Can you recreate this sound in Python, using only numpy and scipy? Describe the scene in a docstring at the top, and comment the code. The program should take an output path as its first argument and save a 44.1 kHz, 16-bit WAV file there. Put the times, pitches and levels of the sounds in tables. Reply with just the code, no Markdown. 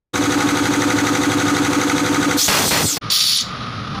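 """A workshop: a piston compressor chugs at twelve turns a second; its intake hoots, valves clack, tank rings.
A pneumatic grease gun opens and the compressor drops back. Air hisses and whistles through the valve;
air pockets burst through the grease, spluttering from the nozzle into a tub.
Then, in a yard beside a lorry chassis, the gun gives one sharp hiss over a rumble and a distant whirr."""
import sys
import numpy as np
from scipy import signal
from scipy.fft import rfft, irfft
from scipy.io import wavfile

SR = 44100
rng = np.random.default_rng(int(sys.argv[2]) if len(sys.argv) > 2 else 0)


def pcm_store(signal):
    """Save signal as 16-bit PCM."""
    levels = np.round(np.clip(np.atleast_2d(signal), -1, 1) * 32767)
    wavfile.write(sys.argv[1], SR, levels.astype(np.int16).T)


N = 176400
T = np.arange(N) / SR

# workshop, then yard (start [s], end [s])
PLACE_SPANS = [(0.138, 2.978), (3.017, 3.994)]

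# distant machinery (time [s], whirr [dB], rumble [dB])
YARD_LEVELS = [(3.02, -31, -35), (3.065, -28.5, -29), (3.095, -30, -35.5), (3.15, -36.5, -43.5),
               (3.25, -36.5, -39), (3.38, -44, -44), (3.44, -32.5, -37), (3.52, -29, -31), (3.72, -30, -32),
               (3.82, -31, -29), (3.92, -30, -28), (4.0, -28, -27)]
# its spectra and drone partials (frequency [Hz], level [dB])
WHIRR_SPECTRUM = [(200, -20), (420, -11), (600, -13), (950, -15), (1120, -6), (1250, 2), (1380, -6.5),
                  (1600, -13.5), (2700, -17), (3700, -14), (5500, -22.5), (6800, -35), (8000, -54),
                  (9900, -37.5), (12500, -63)]
RUMBLE_SPECTRUM = [(25, -16), (55, -11), (75, -8), (110, 3), (150, -3), (210, -2), (280, -8), (350, -22),
                   (700, -32), (2000, -71)]
DRONE_PARTIALS = [(200, -26.5), (530, -41), (772, -34), (1015, -40)]
DRONE_START_S, DRONE_RISE_S = 3.9, 0.094

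TURN_S, FIRST_TURN_S = .08286, .0886
# intake hoots and their low body (delay [s], length [s], edge [s], pitch [Hz], sag [Hz/s], level [dB])
INTAKE_PULSES = [(0.0183, 0.0284, 0.0067, 306, 1000, -13), (.058, 0.019, 0.00614, 281.3, 520, -26.5),
                 (0.0402, 0.036, 0.013, 152.5, 1550, -30)]
# tank and frame (frequency [Hz], rms [dB], t60 [s])
TANK_MODES = [(83.9, -40.5, 0.88), (109.2, -32.5, 0.32), (157.6, -35, 0.89), (169, -40.5, 0.63),
              (208.6, -41.5, 0.45), (289.9, -30, 0.41), (360.1, -31, .7), (497.5, -32, 0.59),
              (519, -41, 0.25), (736.6, -39, 1), (784.6, -40, 0.56), (808, -40.5, 0.58), (838, -38.5, 0.66),
              (904, -38.5, 0.9), (972, -44, 0.35), (1113, -38, 1), (1235, -33.5, 0.64), (1480, -39, 0.18),
              (2027, -48.5, .2)]
KNOCK_DELAY_S, KNOCK_SPREAD_DB = .04, 2.5
# puffs, clacks (delay [s], attack [s], decay [s], centre [Hz], width [Hz], peak [dB], tone share [0-1])
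VALVE_HITS = [(0.0, .007, 0.0062, 1260, 131, -20.5, .75), (.004, .005, .01, 2250, 594, -29, 0.4),
              (.047, 0.0063, 0.0089, 3684, 500, -27.5, .3), (.052, 0.019, .02, 1460, 200, -25, .3),
              (.0672, 0.001, 0.0032, 6050, 1000, -21.5, .6), (0.069, 0.0022, 0.004, 3800, 900, -25.5, 0.9),
              (.069, .002, 0.0022, 2119, 900, -19, 0.6), (.077, .002, 0.0052, 1970, 500, -23.5, 0.64),
              (0.0, 0.0036, .012, 6430, 500, -35, 0.4)]
# air swells through the valves (delay [s], sigma [s], boost [dB])
VALVE_RUSHES = [(0.0065, 0.01, 6), (.053, 0.013, 4), (0.0708, 0.0033, 5), (0.035, .009, -0.5)]
# valve air; crank and belt (frequency [Hz], level [dB])
VALVE_AIR_SPECTRUM = [(900, 0), (2000, 3.5), (3000, 0.5), (3900, 2.5), (4600, -1.5), (5400, -5),
                      (6100, 3.5), (6700, 2), (7800, -6), (10500, -11), (13000, -16.5), (15500, -19.5)]
CLATTER_SPECTRUM = [(40, -33), (58, -13), (80, 5), (120, 1), (200, -2.5), (300, -6), (430, 0.5), (540, 1.5),
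                    (640, -7.5), (850, -0.5), (1030, -7.5), (1450, 2.5), (1800, -7.5), (3000, -17)]
VALVE_AIR_DB, CLATTER_DB, CLATTER_REPEAT_SHARE, CLATTER_TOP_HZ = -30.5, -25, .6, 2620
DUCK_START_S, DUCK_FALL_S, DUCK_DB = 2.358, 0.055, -14.5

# gun hiss at the tub (time [s], level [dB])
HISS_LEVELS = [(2.36, -52), (2.376, -21.5), (2.392, -15.5), (2.47, -19.5), (2.5, -21.5), (2.6, -20.5),
               (2.69, -18.5), (2.73, -22), (2.82, -20.5), (2.88, -21.5), (2.92, -21), (2.975, -26.5)]
# its colour (frequency [Hz], level [dB])
HISS_SPECTRUM = [(100, -34), (1000, -13.5), (2500, -10.5), (3800, -2.5), (4400, 3), (5200, -1.5),
                 (6500, -2.5), (8500, -7), (10000, -7.5), (13000, -10.5), (15500, -7.5)]
# valve whistles, higher when further open (time [s], pitch [Hz], level [dB], narrow share [0-1])
HISS_WHISTLE = [(2.37, 4200, -45, .1), (2.386, 4200, -27, 0.94), (2.394, 4300, -15, .95),
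                (2.404, 4500, -24, 0.9), (2.416, 5700, -17, .4), (2.472, 6900, -19, 0.4),
                (2.5, 8000, -52, 0.1), (2.62, 9000, -39, 0.1), (2.69, 8000, -21.5, .05),
                (2.73, 9000, -52, 0.1), (2.83, 8800, -29, 0.2), (2.88, 7800, -20, .2),
                (2.925, 6300, -21.5, .3), (2.97, 4500, -33, .1)]
BLAST_WHISTLE = [(3.095, 5200, -60, .8), (3.103, 6340, -21, .8), (3.111, 8600, -35, .7),
                 (3.122, 15000, -27, 0), (3.175, 14300, -30, .05), (3.22, 12000, -48, 0),
                 (3.29, 11600, -32, 0), (3.335, 13000, -43, 0), (3.358, 11560, -33, .2),
                 (3.372, 9830, -23, .8), (3.39, 8000, -39, .8), (3.412, 6300, -25, .9),
                 (3.428, 5200, -50, .9)]
BREATHY_WIDTH_HZ, HISS_FLUTTER_DB, BLAST_FLUTTER_DB = 1700, 0.6, 1.24
# grease spurts (start [s], length [s], level [dB])
GREASE_SPURTS = [(2.481, .205, -17), (2.709, .15, -18), (2.968, 0.089, -25)]
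FIRST_POPS_PER_S, LAST_POPS_PER_S, SLOWING_POWER = 4000, 220, 3.0
FIRST_POP_HZ, LAST_POP_HZ, POP_LOG_SPREAD, POP_DECAY_PER_CYCLE = 2760, 242, 0.65, 3.1
SPIT_DB, SPIT_DECAY_S, SPURT_FADE_DB, POP_SPREAD_DB = 3.5, .012, -7.5, 4
# last big air pockets (start [s], pitch [Hz], t60 [s], level [dB])
DEEP_PLOPS = [(2.663, 230, .018, -16), (2.671, 303, 0.012, -16), (2.687, 210, 0.019, -19),
              (2.807, 298, 0.016, -19), (2.823, 173, 0.019, -26), (2.847, 169, 0.024, -14),
              (2.854, 109, 0.052, -13.5), (2.864, 80.6, 0.033, -23)]
# low flutter of the grease jet (frequency [Hz], level [dB])
JET_SPECTRUM = [(50, -10), (90, 4), (160, 2), (300, -9), (700, -30)]
JET_DB = -32.5
# tub and gun tube (frequency [Hz], width [Hz], level re pops [dB])
TUB_MODES = [(145, 12, -17.5), (368, 25, -25), (525, 20, -31), (720, 10, -33), (790, 8.3, -34),
             (1162, 20, -27), (1900, 28, -20), (4210, 42, -16)]

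# gun blast at the lorry (time [s], body [dB], treble [dB])
BLAST_LEVELS = [(3.094, -72, -80), (3.102, -16.5, -37), (3.122, -15, -24), (3.17, -15.5, -26),
                (3.22, -17.5, -27), (3.29, -16, -25.5), (3.34, -15, -28), (3.392, -20, -35),
                (3.412, -19, -35), (3.43, -28, -47), (3.49, -39, -60), (3.6, -71, -85)]
# its two bands (frequency [Hz], level [dB])
BLAST_BODY_SPECTRUM = [(500, -35), (1800, -18), (2600, -12), (3000, -6.5), (3500, -2.5), (4400, 0.5),
                       (5500, -2.5), (6100, -13), (6900, -8.5), (8000, -26), (12000, -45)]
BLAST_TREBLE_SPECTRUM = [(5000, -30), (8000, -7), (9200, 3.5), (10000, 5), (11500, -2.5), (12800, -12),
                         (13800, -10), (14500, -1), (15500, -5)]
# its sputter (time [s], sigma [s], boost [dB])
BLAST_SURGES = [(3.112, .004, -3.5), (3.182, .004, -0.5), (3.21, .004, 4), (3.224, 0.0043, 2.5),
                (3.241, 0.0032, 5), (3.26, .006, -2.5), (3.296, .004, 1.5), (3.381, .002, -3),
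                (3.389, .005, 4.5)]
# exhaust resonances (frequency [Hz], width [Hz], level [dB])
EXHAUST_MODES = [(2960, 62, -23), (3550, 150, -12), (3700, 30, -23), (4020, 30, -27), (4430, 18, -11),
                 (4650, 140, -16), (5070, 39, -14), (5460, 200, -17)]

ECHO_DB, ECHO_DECAY_S, ECHO_ABOVE_HZ = -7, 0.0055, 2260


def from_db(db):
    """Decibels to gain."""
    return 10 ** (np.asarray(db) / 20)


def unit_rms(x):
    """Scale to rms 1."""
    return x / np.sqrt(np.mean(x ** 2) + 1e-20)


def curves(rows):
    """Each column of a time table at every sample."""
    times_s, *columns = np.transpose(rows)
    return [np.interp(T, times_s, column) for column in columns]


def ramp(x):
    """Smooth step from 0 to 1."""
    return np.sin(np.pi / 2 * np.clip(x, 0, 1)) ** 2


def blend(a, b, share):
    """Mix unrelated sounds; share is a's part of the power."""
    share = np.clip(share, 0, 1)
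    return np.sqrt(share) * a + np.sqrt(1 - share) * b


def butter(x, hz, kind="low"):
    """Butterworth filter, 12 dB per octave."""
    return signal.sosfilt(signal.butter(2, hz, kind, fs=SR, output="sos"), x)


def coloured(spectrum, source=None):
    """Noise, or a given source, shaped by a spectrum; rms 1."""
    hz, db = np.transpose(spectrum)
    bins_hz = np.maximum(np.arange(N // 2 + 1) * SR / N, 1)
    gain = from_db(np.interp(np.log(bins_hz), np.log(hz), db)) * np.minimum(bins_hz / hz[0], 1)
    return unit_rms(irfft(rfft(rng.standard_normal(N) if source is None else source) * gain, N))


def drift(rate_hz):
    """Random wander; rms 1."""
    return unit_rms(butter(rng.standard_normal(N + SR), rate_hz)[SR:])


def narrow_noise(hz, width_hz):
    """Turbulence in a resonance whose centre may move; rms 1."""
    phase = 2 * np.pi * np.cumsum(hz + np.zeros(N)) / SR
    return unit_rms(drift(width_hz / 2) * np.cos(phase) + drift(width_hz / 2) * np.sin(phase))


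def ring(drive, hz, t60_s):
    """One decaying mode, driven within an octave of its pitch; rms 1."""
    radius = np.exp(-np.log(1000) / (t60_s * SR))
    feedback = [1, -2 * radius * np.cos(2 * np.pi * hz / SR), radius ** 2]
    return unit_rms(signal.lfilter([1, -2, 1], feedback, butter(drive + 1e-18, [hz / 2, hz * 2], "band")))


def scattered_noise(spectrum):
    """Air noise plus short treble reflections from floor, walls and steel; rms 1."""
    direct = coloured(spectrum)
    age_s = T[:SR // 10]
    cloud = butter(rng.standard_normal(len(age_s)), ECHO_ABOVE_HZ, "high") * np.exp(-age_s / ECHO_DECAY_S)
    echo = signal.fftconvolve(direct, cloud / np.linalg.norm(cloud))[:N]
    return unit_rms(direct + from_db(ECHO_DB) * echo)


def crank_age_s(delay_s):
    """Time since the crank last passed a point of its turn."""
    return (T - FIRST_TURN_S - delay_s) % TURN_S


def distant_machinery():
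    """A whirr, a lumpy rumble and a late, swelling drone."""
    drone = 0
    for hz, db in DRONE_PARTIALS:
        wavering_hz = hz * (1 + 0.0249 * drift(44.6))
        drone += from_db(db) * np.sqrt(2) * np.sin(2 * np.pi * np.cumsum(wavering_hz) / SR)
    whirr_db, rumble_db = curves(YARD_LEVELS)
    whirr = from_db(whirr_db + 0.95 * drift(32)) * coloured(WHIRR_SPECTRUM)
    rumble = from_db(rumble_db + 1.5 * drift(29)) * coloured(RUMBLE_SPECTRUM)
    return whirr + rumble + drone * ramp((T - DRONE_START_S) / DRONE_RISE_S)


def intake():
    """Each turn the intake pipe hoots, with a lower body beneath, sagging in pitch."""
    out = 0
    for delay_s, length_s, edge_s, hz, sag_hz_per_s, db in INTAKE_PULSES:
        age_s = crank_age_s(delay_s - edge_s / 2)
        envelope = ramp(age_s / edge_s) * ramp((length_s + edge_s - age_s) / edge_s)
        out += from_db(db) * envelope * np.sin(2 * np.pi * (hz - sag_hz_per_s * age_s / 2) * age_s)
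    return out * from_db(0.61 * drift(9.6))


def tank():
    """One knock a turn rings tank and frame, each mode with varying force."""
    knocks = np.diff(crank_age_s(KNOCK_DELAY_S), prepend=0) < 0
    out = 0
    for hz, db, t60_s in TANK_MODES:
        force = knocks * from_db(KNOCK_SPREAD_DB * rng.standard_normal(N))
        out += from_db(db) * ring(force, hz, t60_s)
    return out


def valves():
    """Puffs and clacks at set crank angles, over air that swells with each stroke."""
    hits, swell_db = 0, 0
    for delay_s, attack_s, decay_s, hz, width_hz, db, tone_share in VALVE_HITS:
        age_s = crank_age_s(delay_s)
        tone = np.sqrt(2) * np.sin(2 * np.pi * hz * age_s)
        envelope = ramp(age_s / attack_s) * np.exp(-np.maximum(age_s - attack_s, 0) / decay_s)
        hits += from_db(db) * envelope * blend(tone, narrow_noise(hz, width_hz), tone_share)
    for delay_s, sigma_s, db in VALVE_RUSHES:
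        offset_s = crank_age_s(delay_s - TURN_S / 2) - TURN_S / 2
        swell_db += db * np.exp(-.5 * (offset_s / sigma_s) ** 2)
    return hits + from_db(VALVE_AIR_DB + swell_db) * scattered_noise(VALVE_AIR_SPECTRUM)


def clatter():
    """Crank and belt noise; part repeats every turn."""
    one_turn = irfft(np.exp(2j * np.pi * rng.random(round(TURN_S * SR) // 2 + 1)))
    source = blend(unit_rms(np.resize(one_turn, N)), rng.standard_normal(N), CLATTER_REPEAT_SHARE)
    return from_db(CLATTER_DB) * butter(coloured(CLATTER_SPECTRUM, source), CLATTER_TOP_HZ)


def whistle(track, width_hz):
    """Edge tone of the air valve, from broad rush to thin line."""
    hz, db, narrow_share = curves(track)
    tone = blend(narrow_noise(hz, width_hz), narrow_noise(hz, BREATHY_WIDTH_HZ), narrow_share)
    return from_db(db) * tone * (T > track[0][0]) * (T < track[-1][0])


def splutter():
    """Air pockets burst through grease: a spit, then deeper, rarer pops as pressure falls."""
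    out, age_s = np.zeros(N + SR), T[:SR // 40]
    for start_s, length_s, db in GREASE_SPURTS:
        elapsed_s = 0
        for gap, size, pitch in rng.standard_normal((1500, 3)):
            if elapsed_s > length_s:
                break
            spent = (elapsed_s / length_s) ** SLOWING_POWER
            pops_per_s = FIRST_POPS_PER_S * (LAST_POPS_PER_S / FIRST_POPS_PER_S) ** spent
            centre_hz = FIRST_POP_HZ * (LAST_POP_HZ / FIRST_POP_HZ) ** spent
            hz = min(centre_hz * np.exp(POP_LOG_SPREAD * pitch), SR / 4)
            pop = np.exp(-POP_DECAY_PER_CYCLE * hz * age_s) * np.sin(2 * np.pi * hz * age_s)
            pop *= np.sqrt(SR / pops_per_s / np.sum(pop ** 2))  # same power at any rate
            spit_db = SPIT_DB * np.exp(-elapsed_s / SPIT_DECAY_S)
            pop_db = db + spit_db + SPURT_FADE_DB * spent + POP_SPREAD_DB * np.tanh(size)
            i = int((start_s + elapsed_s) * SR)
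            out[i:i + len(pop)] += rng.choice([-1, 1]) * from_db(pop_db) * pop
            elapsed_s += np.exp(.4 * gap) / pops_per_s
    return butter(out[:N], 75, "high")


def plops():
    """Big air pockets burst over the low flutter of the grease jet."""
    bursts = 0
    for start_s, hz, t60_s, db in DEEP_PLOPS:
        age_s = np.maximum(T - start_s, 0)
        envelope = from_db(db - 60 * age_s / t60_s) * ramp(age_s / 0.00062)
        bursts += envelope * np.sqrt(2) * np.cos(2 * np.pi * hz * age_s)
    flow = sum(ramp((T - start_s) / .004) * ramp((start_s + length_s - T) / 0.011)
               for start_s, length_s, _ in GREASE_SPURTS)
    return butter(bursts + from_db(JET_DB) * flow * coloured(JET_SPECTRUM), 60, "high")


def gun_at_tub():
    """The open nozzle hisses, whistles and splutters; the pops ring tub and tube."""
    pops = splutter() + plops()
    tub = np.std(pops) * sum(from_db(db) * ring(pops, hz, t60_s=np.log(1000) / (np.pi * width_hz))
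                             for hz, width_hz, db in TUB_MODES)
    hiss_db, = curves(HISS_LEVELS)
    hiss = from_db(hiss_db + HISS_FLUTTER_DB * drift(80)) * scattered_noise(HISS_SPECTRUM)
    return hiss + whistle(HISS_WHISTLE, width_hz=310) + pops + tub


def gun_at_lorry():
    """One fluttering, whistling air blast through the exhaust's resonances."""
    body_db, treble_db = curves(BLAST_LEVELS)
    body_db += sum(db * np.exp(-.5 * ((T - at_s) / sigma_s) ** 2) for at_s, sigma_s, db in BLAST_SURGES)
    rush = scattered_noise(BLAST_BODY_SPECTRUM)
    exhaust = sum(from_db(db) * narrow_noise(hz, width_hz) for hz, width_hz, db in EXHAUST_MODES)
    body = from_db(body_db) * unit_rms(rush + exhaust)
    treble = from_db(treble_db) * scattered_noise(BLAST_TREBLE_SPECTRUM)
    flutter = from_db(BLAST_FLUTTER_DB * drift(90))
    return (body + treble) * flutter + whistle(BLAST_WHISTLE, width_hz=300)


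def scene():
    """Workshop, short gap, yard, over a faint noise floor; mono."""
    duck = from_db(DUCK_DB * ramp((T - DUCK_START_S) / DUCK_FALL_S))
    compressor = intake() + tank() + valves() + clatter()
    workshop = compressor * duck + gun_at_tub()
    yard = distant_machinery() + gun_at_lorry()
    mix = from_db(-87) * coloured([(30, -2), (300, -18), (8000, -50)])
    for place, (start_s, end_s) in zip((workshop, yard), PLACE_SPANS):
        mix += place * ramp((T - start_s) / 0.015 + .5) * ramp((end_s - T) / 0.015 + .5)
    return mix[None]


def record(dry):
    """Soft clip, then a steep low-pass."""
    lowpass = signal.ellip(12, .1, 80, 15480, fs=SR, output="sos")
    return signal.sosfilt(lowpass, 1.225 * np.tanh(dry / 1.178))


dry = scene()
out = record(dry)
pcm_store(out)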